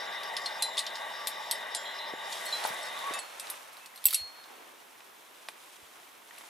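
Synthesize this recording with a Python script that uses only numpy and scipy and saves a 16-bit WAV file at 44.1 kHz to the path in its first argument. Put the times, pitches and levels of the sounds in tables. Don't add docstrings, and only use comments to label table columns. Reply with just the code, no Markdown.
import sys
import numpy as np
from scipy import signal
from scipy.fft import rfft, irfft
from scipy.io import wavfile
from scipy.ndimage import uniform_filter1d

SR = 44100
rng = np.random.default_rng(int(sys.argv[2]) if len(sys.argv) > 2 else 0)


def master(y):
    cut = np.clip(np.atleast_2d(y).T, -1, 1)
    pcm = np.round(cut * 32767)
    wavfile.write(sys.argv[1], SR, pcm.astype(np.int16))


N = 286199


def undb(db):
    return 10 ** (np.asarray(db) / 20)


def at_rms(x, db):
    return x * undb(db) / np.sqrt(np.mean(x ** 2))


def eq_curve(table):
    hz, db = np.transpose(table)
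    return undb(np.interp(np.log(np.maximum(np.fft.rfftfreq(N, 1 / SR), 1)), np.log(hz), db))


def automation(table):
    times, *columns = np.transpose(table)
    return [np.interp(np.arange(N) / SR, times, column) for column in columns]


def wobble(rate_hz):
    hold = int(SR / rate_hz)
    return uniform_filter1d(np.repeat(rng.standard_normal(N // hold + 1), hold), hold // 2)[:N]


def grains(length, hold, depth_db, cap):
    spikes = np.minimum(rng.exponential(size=length // hold + 1), cap)
    return undb(depth_db * np.repeat(spikes, hold)[:length])


def pan(left_minus_right_db):
    return undb(np.array([[0.5], [-0.5]]) * left_minus_right_db)


def band(x, hz, octaves):
    edges = np.clip(hz * 2 ** (np.array([-octaves, octaves]) / 2), 30, .45 * SR)
    return signal.sosfilt(signal.butter(2, edges, "bandpass", fs=SR, output="sos"), x)


def decay(t, t60_s):
    return np.exp(-np.log(1000) * t / t60_s)


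def place(out, start_s, sound):
    start = int(start_s * SR)
    out[:, start:start + sound.shape[1]] += sound[:, :N - start]


# freq_hz, side_minus_mid_db
BED_WIDTH = [(60, -9), (700, 0), (2400, -4.5), (8000, -8), (15000, -31)]
def noise_bed(spectrum, grain_db):
    texture = grains(N, hold=32, depth_db=grain_db, cap=3.5)
    mid, side = rfft(rng.standard_normal((2, N)) * texture) * eq_curve(spectrum)
    side = side * eq_curve(BED_WIDTH)
    return at_rms(irfft(np.array([mid + side, mid - side]), N), 0)


# freq_hz, level_db
VALLEY_EQ = [(15, -54), (25, -19), (90, -15), (245, -4), (600, -15), (950, -5), (1110, 2), (1300, -11),
             (3300, -18), (5130, -25), (12600, -7), (15200, -11), (16500, -44)]
def valley_hiss():
    return undb(-63.5 + 0.52 * wobble(5.5)) * noise_bed(VALLEY_EQ, grain_db=-1.5)


# freq_hz, level_db
CLOTH_EQ = [(1180, -43), (2000, -20), (4150, -20.5), (4530, -22.5), (10700, -23), (15100, -35.5),
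            (16000, -67)]
ROPE_EQ = [(59, -56), (100, -33), (527, -1), (927, 3), (2260, -2.5), (3650, -7), (4480, -16.5), (6000, -13),
           (7800, -53), (13200, -120)]
# time_s, cloth_db, rope_db
RUSTLE_FADERS = [(0, -57, -46.5), (.8, -53.5, -52), (1.1, -56, -49), (2.2, -56, -51.5), (2.33, -46.5, -46),
                 (2.52, -45.5, -46), (2.65, -42, -37.5), (2.8, -50, -47.5), (3.1, -49.5, -40.5),
                 (3.33, -54.5, -49), (3.5, -49.5, -45), (3.64, -56, -52), (4.0, -59.5, -54),
                 (4.15, -40, -53.5), (4.26, -58.5, -54.5), (4.6, -60.5, -51), (4.9, -60.5, -57),
                 (5.4, -59.5, -55.5), (5.7, -57, -56), (6.25, -60.5, -56), (6.39, -54.5, -53)]
def rustle():
    cloth_db, rope_db = automation(RUSTLE_FADERS)
    cloth = undb(cloth_db + 1.1 * wobble(40)) * noise_bed(CLOTH_EQ, grain_db=1.8)
    rope = undb(rope_db + 0.8 * wobble(25)) * noise_bed(ROPE_EQ, grain_db=1.5)
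    return cloth + rope


# time_s, level_db
RUB_FADER = [(4.4, -87), (4.5, -62), (4.75, -62), (4.9, -68)]
SCRAPE_FADER = [(5.1, -88), (5.2, -65), (6.2, -72.5)]
def drag():
    scrape = at_rms(band(noise_bed(CLOTH_EQ, grain_db=5), hz=3300, octaves=0.46), 0)
    rub = at_rms(band(noise_bed(ROPE_EQ, grain_db=4), hz=303, octaves=0.76), 0)
    rub_db = automation(RUB_FADER)[0] + wobble(30)
    return undb(rub_db) * rub + undb(automation(SCRAPE_FADER)[0]) * scrape


# start_s, level_db, pitch_hz, t60_s
FINGER_BUMPS = [(2.1367, -25, 465, 0.0049), (2.6505, -18.5, 887, 0.024), (2.704, -41, 183, 0.027),
                (3.109, -29.5, 394, 0.02), (4.128, -36.5, 1330, 0.034), (4.209, -57, 78, 0.14),
                (5.826, -61, 90, 0.058), (6.309, -41.5, 1880, 0.022), (6.352, -45, 2100, .012),
                (6.38, -43, 2660, 0.018), (6.41, -44, 1100, .012), (6.437, -43, 1090, 0.019)]
def finger_bumps():
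    out, t = np.zeros((2, N)), np.arange(SR // 5) / SR
    for start_s, db, hz, t60_s in FINGER_BUMPS:
        grit = at_rms(band(rng.standard_normal((2, len(t))), 0.36 * hz, octaves=3.7), -4.4)
        push = np.sin(2 * np.pi * hz * t) + 0.5 * np.sin(2 * np.pi * 1.65 * hz * t) + grit
        place(out, start_s, undb(db) * band(push * decay(t, t60_s), hz, octaves=2.08))
    return out


# pitch_hz, width_hz, level_db, left_lead_rad, flicker_db
WHIR_BANDS = [(224, 63, -20, 0, -0.5), (403, 36, -11.5, 0, -1), (642, 106.5, -1, 0.83, 2),
              (891.5, 82, 4, 1, 2.5), (1141, 47.4, 3.5, 0.99, 2), (1578, 120, -4, 1, -4),
              (1940, 125, 3, 0.75, 1.45), (2423, 50, -8, 0.15, -1.5), (2940, 190, -8.5, 0.25, -2),
              (3693, 186, -1.5, 0, 2.5), (5170, 460, -14.5, 0.68, 6.5), (7120, 130, -24, 1, 11),
              (11600, 54, -34, 0, 6)]
def motor_whir():
    boost_db, settle_s, stop_s = 2, 0.67, 3.197
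    shared_power = 0.87
    freqs, t = np.fft.rfftfreq(N, 1 / SR), np.arange(N) / SR
    whir = 0
    for hz, width_hz, db, lead_rad, flicker_db in WHIR_BANDS:
        bell_eq = (1 + ((freqs - hz) / (1.445 * width_hz)) ** 2) ** -1.43
        shared, left, right = rfft(rng.standard_normal((3, N))) * bell_eq
        centre = np.sqrt(shared_power) * shared * np.exp(np.array([[.5j], [-.5j]]) * lead_rad)
        spread = np.sqrt(1 - shared_power) * np.array([left, right])
        gain = undb(db + flicker_db * np.tanh(2 * wobble(17)))
        whir = whir + gain * pan(1.5) * irfft(centre + spread, N)
    running = np.clip((stop_s - t) / 0.0061, 0, 1)
    return at_rms(whir, -40) * undb(boost_db * np.exp(-t / settle_s)) * running


# time_s, pitch_hz, level_db
SQUEAL_PATH = [(2.95, 1152, -46), (3.03, 1091, -44), (3.096, 1117, -29.5), (3.125, 1126, -50),
               (3.155, 1167, -36.5), (3.18, 1160, -64)]
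def motor_squeal():
    t = np.arange(N) / SR
    hz, db = automation(SQUEAL_PATH)
    phase = 2 * np.pi * np.cumsum(hz * (1 + 0.0108 * wobble(80))) / SR
    gate = np.clip(np.minimum(t - SQUEAL_PATH[0][0], SQUEAL_PATH[-1][0] - t) / 0.011, 0, 1)
    return gate * undb(db + 2 * wobble(60.4)) * np.sin(phase + np.array([[.4], [-.4]]))


# start_s, level_db
BODY_KNOCKS = [(5.0055, -49), (5.4858, -34), (5.4915, -47)]
def body_knocks():
    grip_damping = 1.5
    out, t = np.zeros((1, N)), np.arange(SR // 20) / SR
    hz, width_hz = np.transpose(WHIR_BANDS)[:2, 2:-2, None]
    weights = (-1.) ** np.arange(len(hz))[:, None] * (width_hz / 100) ** 0.5
    modes = weights * np.sin(2 * np.pi * hz * t) * np.exp(-np.pi * grip_damping * width_hz * t)
    knock = band(modes.sum(0, keepdims=True), hz=1630, octaves=3.8)
    for start_s, db in BODY_KNOCKS:
        place(out, start_s, undb(db) * knock)
    return out


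GEAR_MODES = {"clip": [(4041, 4.5, 0.29), (7292, -12, 0.6), (10600, -12, 0.08)], "hook": [(3286, -2, 0.67),
              (7200, -10, 0.088)], "locker": [(4299, -3, 0.66), (8030, 6.5, 0.07), (10910, 2, 0.065)],
              "gate": [(8025, -1, 0.035), (11765, -4, 0.045), (11890, -9, 0.05), (13320, -3, .02),
              (13850, -8, .04), (13960, -9, .04)], "link": [(3450, 0, .025), (5200, 0, .05),
              (9800, -9, .06)], "nut": [(2615, 3.5, 0.5), (7055, -4, 0.46), (9345, 1, .14),
              (10790, -4, 0.15)], "buckle": [(4240, 0.5, 0.075), (8540, 0, 0.09), (11680, 0, .06)],
              "cam": [(3540, -1.5, 0.044), (3700, 3, 0.022), (4260, -10, 0.088), (8150, -6, 0.045)],
              "ring": [(2690, -4.5, 0.048), (5680, -2, 0.022), (8430, -14, 0.07), (9803, -9, 0.066),
              (10010, -8, 0.06), (11330, -17, 0.098)]}
# start_s, piece (struck at its end unless marked "spine"), level_db, tilt_db_per_octave
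GEAR_RINGS = [(0.367, "link", -29.5, -3), (0.459, "buckle", -28, -16), (0.623, "clip", -32, -2.5),
              (.778, "cam", -27, -4), (.7825, "cam", -31, -5), (0.792, "cam", -27, 6),
              (1.272, "cam", -33, -26), (1.511, "buckle", -36.5, 7), (1.749, "clip", -48, 16),
              (1.768, "hook", -39.5, 17), (1.855, "clip spine", -40, -31), (1.854, "hook", -42.5, -7),
              (1.987, "clip spine", -39.5, -18), (2.323, "hook", -41.5, 11), (2.462, "locker", -39.5, -3),
              (2.526, "clip", -32.5, -26), (2.528, "hook", -37.5, 9.5), (2.829, "locker", -47.5, 0.5),
              (3.137, "nut", -44.5, 2.5), (3.19, "locker", -46.5, 7), (3.4, "nut", -60, -5),
              (3.729, "buckle", -59, 4.5), (3.81, "nut", -62.5, -6), (3.8585, "buckle", -60, 6),
              (3.959, "buckle", -59, 8), (3.976, "buckle", -56, 4), (4.0552, "gate", -15, 3.5),
              (4.0663, "gate", -28, 6.5), (4.065, "ring", -27.5, -1.5), (4.146, "ring", -23.5, 8),
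              (4.144, "locker spine", -29, -9)]
def gear_ringing():
    twin_detune, twin_gain = 0.00125, {"end": 0.35, "spine": -0.45}
    out, t = np.zeros((1, N)), np.arange(SR // 2) / SR
    attack = np.minimum(t / 0.0004, 1)
    for start_s, struck, db, tilt in GEAR_RINGS:
        piece, _, spot = struck.partition(" ")
        hz, mode_db, t60_s = np.transpose(GEAR_MODES[piece])[:, :, None]
        phase = 2 * np.pi * hz * t
        twin = twin_gain[spot or "end"] * (hz < 5000) * np.sin(phase * (1 + twin_detune))
        gain = undb(db + mode_db + tilt * np.log2(hz / 4000))
        modes = gain * (np.sin(phase) + twin) * decay(t, t60_s)
        place(out, start_s, modes.sum(0, keepdims=True) * attack)
    return out


# time_s, left_minus_right_db, clatter_db
HARNESS_SWING = [(0, 1.5, -10), (1.3, 0.5, -10.5), (2.5, -1.5, -3), (3.4, -2, -15), (4.1, -1.3, -14.5),
                 (4.5, 1, -18.5), (6.49, -.5, -25)]
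# start_s, crack_db, sparkle_db, sparkle_hz
CARABINER_HITS = [(0.233, -23.5, -36, 10200), (0.367, -14.5, -26.5, 9300), (0.459, -16, -26, 8360),
                  (0.623, -10.5, -11, 9300), (0.771, -17, -27, 8400), (0.779, -19, -22, 8500),
                  (0.7814, -17, -21.5, 8600), (0.791, -10, -17.5, 8900), (0.8658, -15.5, -31.5, 8750),
                  (0.9548, -21, -34, 8500), (1.2712, -11, -13, 9800), (1.511, -10.5, -14.5, 9600),
                  (1.748, -14, -18.5, 8500), (2.325, -24, -32, 8030), (2.456, -43, -35, 10900),
                  (2.638, -25.5, -26.5, 8500), (2.653, -42, -29, 8340), (2.672, -42, -31, 11900),
                  (2.989, -26, -36, 10700), (3.07, -33, -34, 9540), (3.137, -21.5, -22, 9000),
                  (3.1886, -21.5, -27.5, 8050), (3.3973, -19.5, -17.5, 9250), (3.4695, -27, -38, 10100),
                  (3.5, -24.5, -14, 10500), (3.769, -31, -36, 11400), (3.859, -25, -34, 8850),
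                  (3.959, -33, -33, 11100), (3.9754, -30, -38, 8100), (4.041, -23.5, -18, 11300),
                  (4.0546, -11.5, -2, 11400), (4.0663, -14, -7.5, 12100), (4.085, -15, -17, 9000),
                  (4.107, -16, -14, 11200), (4.112, -25, -23, 11200), (4.1285, -25, -12, 11000),
                  (4.1345, -14, -12, 10800), (4.1438, -8.5, -6, 9800), (4.4398, -31, -50, 10000),
                  (5.4872, -23, -22, 9800), (6.383, -39, -26, 10400)]
def carabiner_clinks():
    out, t = np.zeros((2, N)), np.arange(SR // 5) / SR
    length = len(t)
    clatter_db = automation(HARNESS_SWING)[1]
    attack = np.minimum(t / .0006, 1)
    for start_s, crack_db, sparkle_db, sparkle_hz in CARABINER_HITS:
        rebounds = grains(length, hold=40, depth_db=0.65, cap=3)
        shared, left, right = rng.standard_normal((3, length))
        steps_db = 5.5 * np.clip(rng.standard_normal(length // 40 + 1), -2, 2)
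        metal_eq = undb(np.repeat(steps_db, 20)[:length // 2 + 1])
        metal = irfft(rfft(shared + 0.41 * np.array([left, right])) * metal_eq, length)
        clatter = at_rms(metal, clatter_db[int(start_s * SR)]) * rebounds * decay(t, t60_s=0.11)
        hit = 0.76 * np.tanh(0.39 * shared) * decay(t, t60_s=0.016) * attack + clatter
        snap = 0.5 * band(np.tanh(shared) * decay(t, t60_s=0.012), hz=3070, octaves=1.34)
        crack = band(band(hit, hz=3860, octaves=0.65), hz=3600, octaves=2.9)
        sparkle = band(band(hit, sparkle_hz, octaves=0.62), sparkle_hz, octaves=1)
        place(out, start_s, undb(crack_db) * (crack + snap) + undb(sparkle_db) * sparkle)
    return out


def scene():
    valley = valley_hiss()
    gear = (carabiner_clinks() + gear_ringing()) * pan(automation(HARNESS_SWING)[0])
    camera = finger_bumps() + body_knocks() + motor_whir() + motor_squeal()
    return gear + camera + pan(-0.87) * (rustle() + drag() + valley)


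def record(dry):
    cutoff_hz = 16100
    return signal.sosfilt(signal.ellip(8, .2, 70, cutoff_hz, fs=SR, output="sos"), dry)


dry = scene()
out = record(dry)
master(out)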